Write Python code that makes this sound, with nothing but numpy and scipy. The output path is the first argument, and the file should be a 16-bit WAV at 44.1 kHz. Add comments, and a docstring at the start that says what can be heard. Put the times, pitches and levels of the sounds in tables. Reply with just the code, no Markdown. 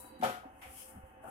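"""First comes a swish of paper with a thin whine, over a motor's hum and a low room rumble.
It is an office copier feeding a sheet, heard close up in a small room. The loudest sound is the clutch:
it clunks in a quick run of blows that make the plastic cabinet ring. Then a latch clicks and the sheet
slides through, scraping its guide. Rollers bump softly, and gear teeth knock together in short rattles."""
import sys
import numpy as np
from scipy import signal
from scipy.fft import rfft, irfft
from scipy.io import wavfile
from scipy.ndimage import uniform_filter1d

SR = 44100
rng = np.random.default_rng(int(sys.argv[2]) if len(sys.argv) > 2 else 0)


def bounce(signal):
    """Save signal as a 16-bit WAV file at the path given by the first command-line argument."""
    frames = np.transpose(np.atleast_2d(signal))
    limited = np.clip(frames, -1, 1)
    pcm = np.round(limited * 32767).astype(np.int16)
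    wavfile.write(sys.argv[1], SR, pcm)


N = 57330

# motor and fan tones (pitch [Hz], level [dB], width [Hz], left minus right [dB])
MOTOR_TONES = [(66.2, -69, 12, 6), (526.4, -63, 13.5, -21.5), (765.6, -66, 18, -0.5), (873, -68, 26, -4),
               (1124, -90, 8.3, 5), (2180, -79.5, 16, 6), (2577, -77, 58, -1.5), (6380, -93, 46, -4),
               (13700, -90, 120, 3)]
# fan air and room rumble; a colour says how strong each frequency is (frequency [Hz], relative level [dB])
AIR_COLOUR = [(15, -19), (30, -3.5), (60, -1.5), (100, -3.5), (160, -9), (270, -2), (400, -9.5), (750, -9),
              (1100, -9.5), (1800, -11.5), (2400, -24), (3000, -16.5), (3700, -44.5), (7000, -47),
              (13000, -59), (16000, -66)]
# whines of the drive that feeds the paper (pitch [Hz], level [dB], width [Hz], start of fade [s])
DRIVE_WHINES = [(975, -60, 25, .085), (3950, -70, 100, .19), (4620, -76, 150, .18)]

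# bursts of the gears (peak time [s], level [dB], rise [s], fall [s])
GEAR_BURSTS = [(0.041, -55, 0.035, 0.1), (0.976, -57, 0.17, 0.057), (1.245, -50.5, 0.032, 0.39),
               (1.284, -45, 0.054, 0.34)]
# colour of the gears in their housing (frequency [Hz], relative level [dB])
GEAR_COLOUR = [(60, -10), (130, -13), (290, -4.5), (450, -9), (620, -12.5), (760, 7.5), (1000, -9),
               (1450, -4.5), (2100, -28), (2900, -20.5), (3800, -47), (6000, -76)]
TOOTH_HZ, TOOTH_DECAY_S = 148, 0.0037

# roller bumps (time [s], pitch [Hz], level [dB], time to fade by 60 dB [s])
ROLLER_BUMPS = [(.03, 296, -51.5, 0.18), (.10, 299.5, -56, 0.58), (0.142, 254, -57, 0.35),
                (0.195, 244.6, -39.5, 0.19), (.428, 758, -48, 0.45), (.453, 260, -46.5, 0.12),
                (.655, 70, -47, 0.21), (.935, 240, -51, 0.18), (0.964, 203, -52, 0.19),
                (0.962, 122, -51.5, .15), (0.954, 70, -51.5, 0.34), (1.035, 71, -37, 0.046),
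                (1.234, 652, -41, 0.12)]
BUMP_RISE_S, BUMP_THUD_DB = 0.0047, -4

# swishes of the sheet (peak time [s], level [dB], rise [s], fall [s])
PAPER_SWISHES = [(.005, -50.5, 0.14, 0.12), (.07, -60.5, .06, .06), (0.192, -65.5, 0.0072, 0.11),
                 (.735, -63.5, 0.16, 0.096), (.8, -48.5, 0.18, 0.17), (.9, -57, 0.15, 0.065),
                 (1.07, -72, 0.057, .16), (1.24, -66, 0.02, 0.03), (1.287, -59.5, 0.065, 0.12)]
# colour of sliding paper (frequency [Hz], relative level [dB])
PAPER_COLOUR = [(2000, -62), (4200, -24), (6000, -18), (8000, -7), (10000, -0.5), (12500, -6.5),
                (15000, -11.5), (17000, -28)]
# the sheet's scrape along its guide (peak time [s], level [dB], rise [s], fall [s])
GUIDE_SCRAPE = (.808, -57, .15, .13)
# colour of that scrape (frequency [Hz], relative level [dB])
SCRAPE_COLOUR = [(1700, -35), (2300, -4), (3200, 0), (3700, -17), (4300, -15), (5000, -6), (6500, -7),
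                 (10000, -35)]

# colour of the latch's click (frequency [Hz], relative level [dB])
LATCH_COLOUR = [(200, -32), (450, -7), (650, -9), (760, 10), (950, -4), (1350, -1.5), (1750, -6), (2200, 2),
                (3200, -7.5), (4000, -18.5), (7000, -20.5), (11500, -15), (14000, -18), (16000, -50)]
LATCH_TIME_S, LATCH_DB, LATCH_RISE_S, LATCH_FADE_S = 0.6136, -46.5, 0.0054, 0.46

# blows of the clutch (time [s], relative ring level [dB], relative crack level [dB])
CLUTCH_BLOWS = [(0.213, -28, -9), (0.224, 0.95, -8.5), (0.2321, 0.5, 2.5), (0.2386, -0.9, 3),
                (0.2463, -1, -3), (0.2579, -1.5, -5), (0.2723, -5.5, -5), (0.2943, -9.5, -4),
                (0.3396, -17.5, -10), (0.3671, -18.5, -34)]
# notes the cabinet rings at
# (pitch [Hz], relative level [dB], time to fade by 60 dB [s], left minus right [dB])
CABINET_NOTES = [(116, -35, 0.12, 10), (228, -7.5, .1, 3), (410.4, -18, 0.22, -8), (532.8, -8, 0.3, 3),
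                 (630, -6, 0.073, 3), (722.8, 2.5, .14, 5.5), (758.7, -6, 0.2, 1), (823, -24, 0.4, 13),
                 (866.6, 2, 0.06, 4.5), (1104, -38, 0.22, 10), (1266, -17.5, 0.42, 19), (1433, -14, 0.5, 8)]
# colour of the crack of each blow (frequency [Hz], relative level [dB])
CRACK_COLOUR = [(60, -36), (120, -0.5), (160, -3.5), (240, -1), (340, -3), (700, 1.5), (1000, -1),
                (1350, 3), (1900, -6.5), (2300, -3.5), (2700, -9.5), (3200, -7), (4200, -14.5),
                (7000, -19.5), (11500, -16), (13500, -18.5), (15000, -37)]
CONTACT_S, RING_DB, CRACK_DB, CRACK_FADE_S = 0.001, -30, -38.5, 0.32


def undb(db):
    """Turn decibels into a gain, the number to multiply a sound by."""
    return 10 ** (np.asarray(db) / 20)


def unit(x):
    """Scale a signal so that its average strength (rms) is 1."""
    return x / np.sqrt(np.mean(x ** 2))


def pan(db):
    """Left and right gains that make the left side db decibels louder."""
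    return unit(undb(np.array([[db], [-db]]) / 2))


def since(start):
    """Seconds since a moment, zero before it."""
    return np.maximum(np.arange(N) / SR - start, 0)


def fade(start, fade_s):
    """Start suddenly, then die away by 60 dB every fade_s seconds."""
    return (since(start) > 0) * np.exp(-np.log(1000) * since(start) / fade_s)


def swell(peak, db, rise, fall):
    """Climb to a peak and die away; rise and fall are the seconds for a change of 20 dB."""
    t = np.arange(N) / SR - peak
    return undb(db - 20 * np.maximum(-t / rise, t / fall))


def wander(rate_hz):
    """A smooth random drift, about 1 in size."""
    step = int(SR / rate_hz)
    held = rng.standard_normal(N)[np.arange(N) // step]
    return unit(uniform_filter1d(uniform_filter1d(held, step), step))


def colour(points):
    """Join (frequency [Hz], level [dB]) points into a gain for every frequency."""
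    hz, db = np.array(points).T
    return lambda f: undb(np.interp(np.log(f + 1), np.log(hz), db))


def noise(gain, alike_below_hz=790):
    """Stereo noise shaped by a gain for each frequency; the bass is alike in both ears."""
    f = np.arange(N // 2 + 1) * SR / N
    alike = 1 / (1 + (f / alike_below_hz) ** 2)
    mid, side = rfft(rng.standard_normal((2, N))) * gain(f) * np.sqrt([1 + alike, 1 - alike])
    return unit(irfft([mid + side, mid - side], N))


def narrow(hz, width):
    """Noise gathered around one pitch; a small width sounds like a wavering tone."""
    return noise(lambda f: 1 / (1 + ((f - hz) / width) ** 2) ** 2)


def room(sound, echo_db=-16, fade_s=0.35):
    """Add the short, blurred echo of the office."""
    tail = noise(np.ones_like) * fade(0.0014, fade_s)
    tail = unit(tail) / np.sqrt(N)
    return sound + undb(echo_db) * signal.fftconvolve(sound, tail, axes=1)[:, :N]


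def motor(air_db=-60.5):
    """The motor and fan hum with wavering tones over moving air and room rumble."""
    tones = sum(undb(db) * pan(pan_db) * narrow(hz, width) for hz, db, width, pan_db in MOTOR_TONES)
    air = undb(air_db) * pan(db=0.5) * noise(colour(AIR_COLOUR))
    return tones + air


def feed_drive(fall_s=0.15):
    """The drive whines thinly at first, then each whine drops by 20 dB every fall_s seconds."""
    return sum(undb(db - 20 * since(stop) / fall_s) * narrow(hz, width)
               for hz, db, width, stop in DRIVE_WHINES)


def gears():
    """The gears run in short bursts; their teeth knock unevenly and the housing colours the sound."""
    teeth_passed = np.cumsum(TOOTH_HZ * (1 + 0.2 * wander(rate_hz=52))) / SR
    knock_age = (teeth_passed % 1) / TOOTH_HZ
    rattle = (0.5 + np.exp(-knock_age / TOOTH_DECAY_S)) * noise(np.ones_like)
    f = np.arange(N // 2 + 1) * SR / N
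    housed = irfft(rfft(rattle) * colour(GEAR_COLOUR)(f), N)
    bursts = np.sqrt(sum(swell(*burst) ** 2 for burst in GEAR_BURSTS))
    return pan(db=5) * bursts * unit(housed)


def rollers():
    """Each soft push of a roller makes a short, low ring with a dull thud around it."""
    bumps = 0
    for start, hz, db, fade_s in ROLLER_BUMPS:
        age = since(start)
        onset = 1 - np.exp(-age / BUMP_RISE_S)
        ring = np.sin(2 * np.pi * hz * age)
        thud = undb(BUMP_THUD_DB) * narrow(hz, hz / 2)
        bumps = bumps + undb(db) * onset * fade(start, fade_s) * (ring + thud)
    return bumps


def paper(grain_db=0.6):
    """The sheet hisses as it slides in surges, and scrapes its guide during the strongest one."""
    surges = np.sqrt(sum(swell(*swish) ** 2 for swish in PAPER_SWISHES))
    hiss = pan(db=8) * surges * noise(colour(PAPER_COLOUR))
    scrape = pan(db=1) * swell(*GUIDE_SCRAPE) * noise(colour(SCRAPE_COLOUR))
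    grain = undb(grain_db * wander(rate_hz=500))  # a fast, slight flicker in level
    return grain * (hiss + scrape)


def latch():
    """A latch makes a light, bright click deep inside, blurred by the housing."""
    onset = 1 - np.exp(-since(LATCH_TIME_S) / LATCH_RISE_S)
    click = onset * fade(LATCH_TIME_S, LATCH_FADE_S) * noise(colour(LATCH_COLOUR))
    return undb(LATCH_DB) * pan(db=1.5) * click


def clutch():
    """Each blow makes the cabinet ring and sets off a crack from many small parts."""
    ring, crack_power = 0, 0
    for start, ring_db, crack_db in CLUTCH_BLOWS:
        age = since(start)
        push = undb(ring_db) * (1 - np.exp(-age / CONTACT_S))
        for k, (hz, db, fade_s, pan_db) in enumerate(CABINET_NOTES):
            direction = (-1) ** k  # neighbouring notes start by swinging opposite ways
            note = push * fade(start, fade_s) * np.sin(2 * np.pi * hz * age)
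            ring = ring + direction * undb(db) * pan(pan_db) * note
        crack_power = crack_power + (undb(crack_db) * fade(start, CRACK_FADE_S)) ** 2
    crack = pan(db=4) * np.sqrt(crack_power) * noise(colour(CRACK_COLOUR))
    return room(undb(RING_DB) * ring) + undb(CRACK_DB) * crack


def scene(left_delay_s=0.00032):
    """All parts of the copier together; the sound reaches the left side slightly later."""
    left, right = clutch() + latch() + paper() + rollers() + gears() + motor() + feed_drive()
    late_left = np.pad(left, (int(left_delay_s * SR), 0))[:N]
    return np.array([late_left, right])


def record(dry):
    """Cut away the very highest treble."""
    top_hz = 15800
    low_pass = signal.ellip(10, 0.2, 70, top_hz, fs=SR, output="sos")
    return signal.sosfilt(low_pass, dry)


dry = scene()
out = record(dry)
bounce(out)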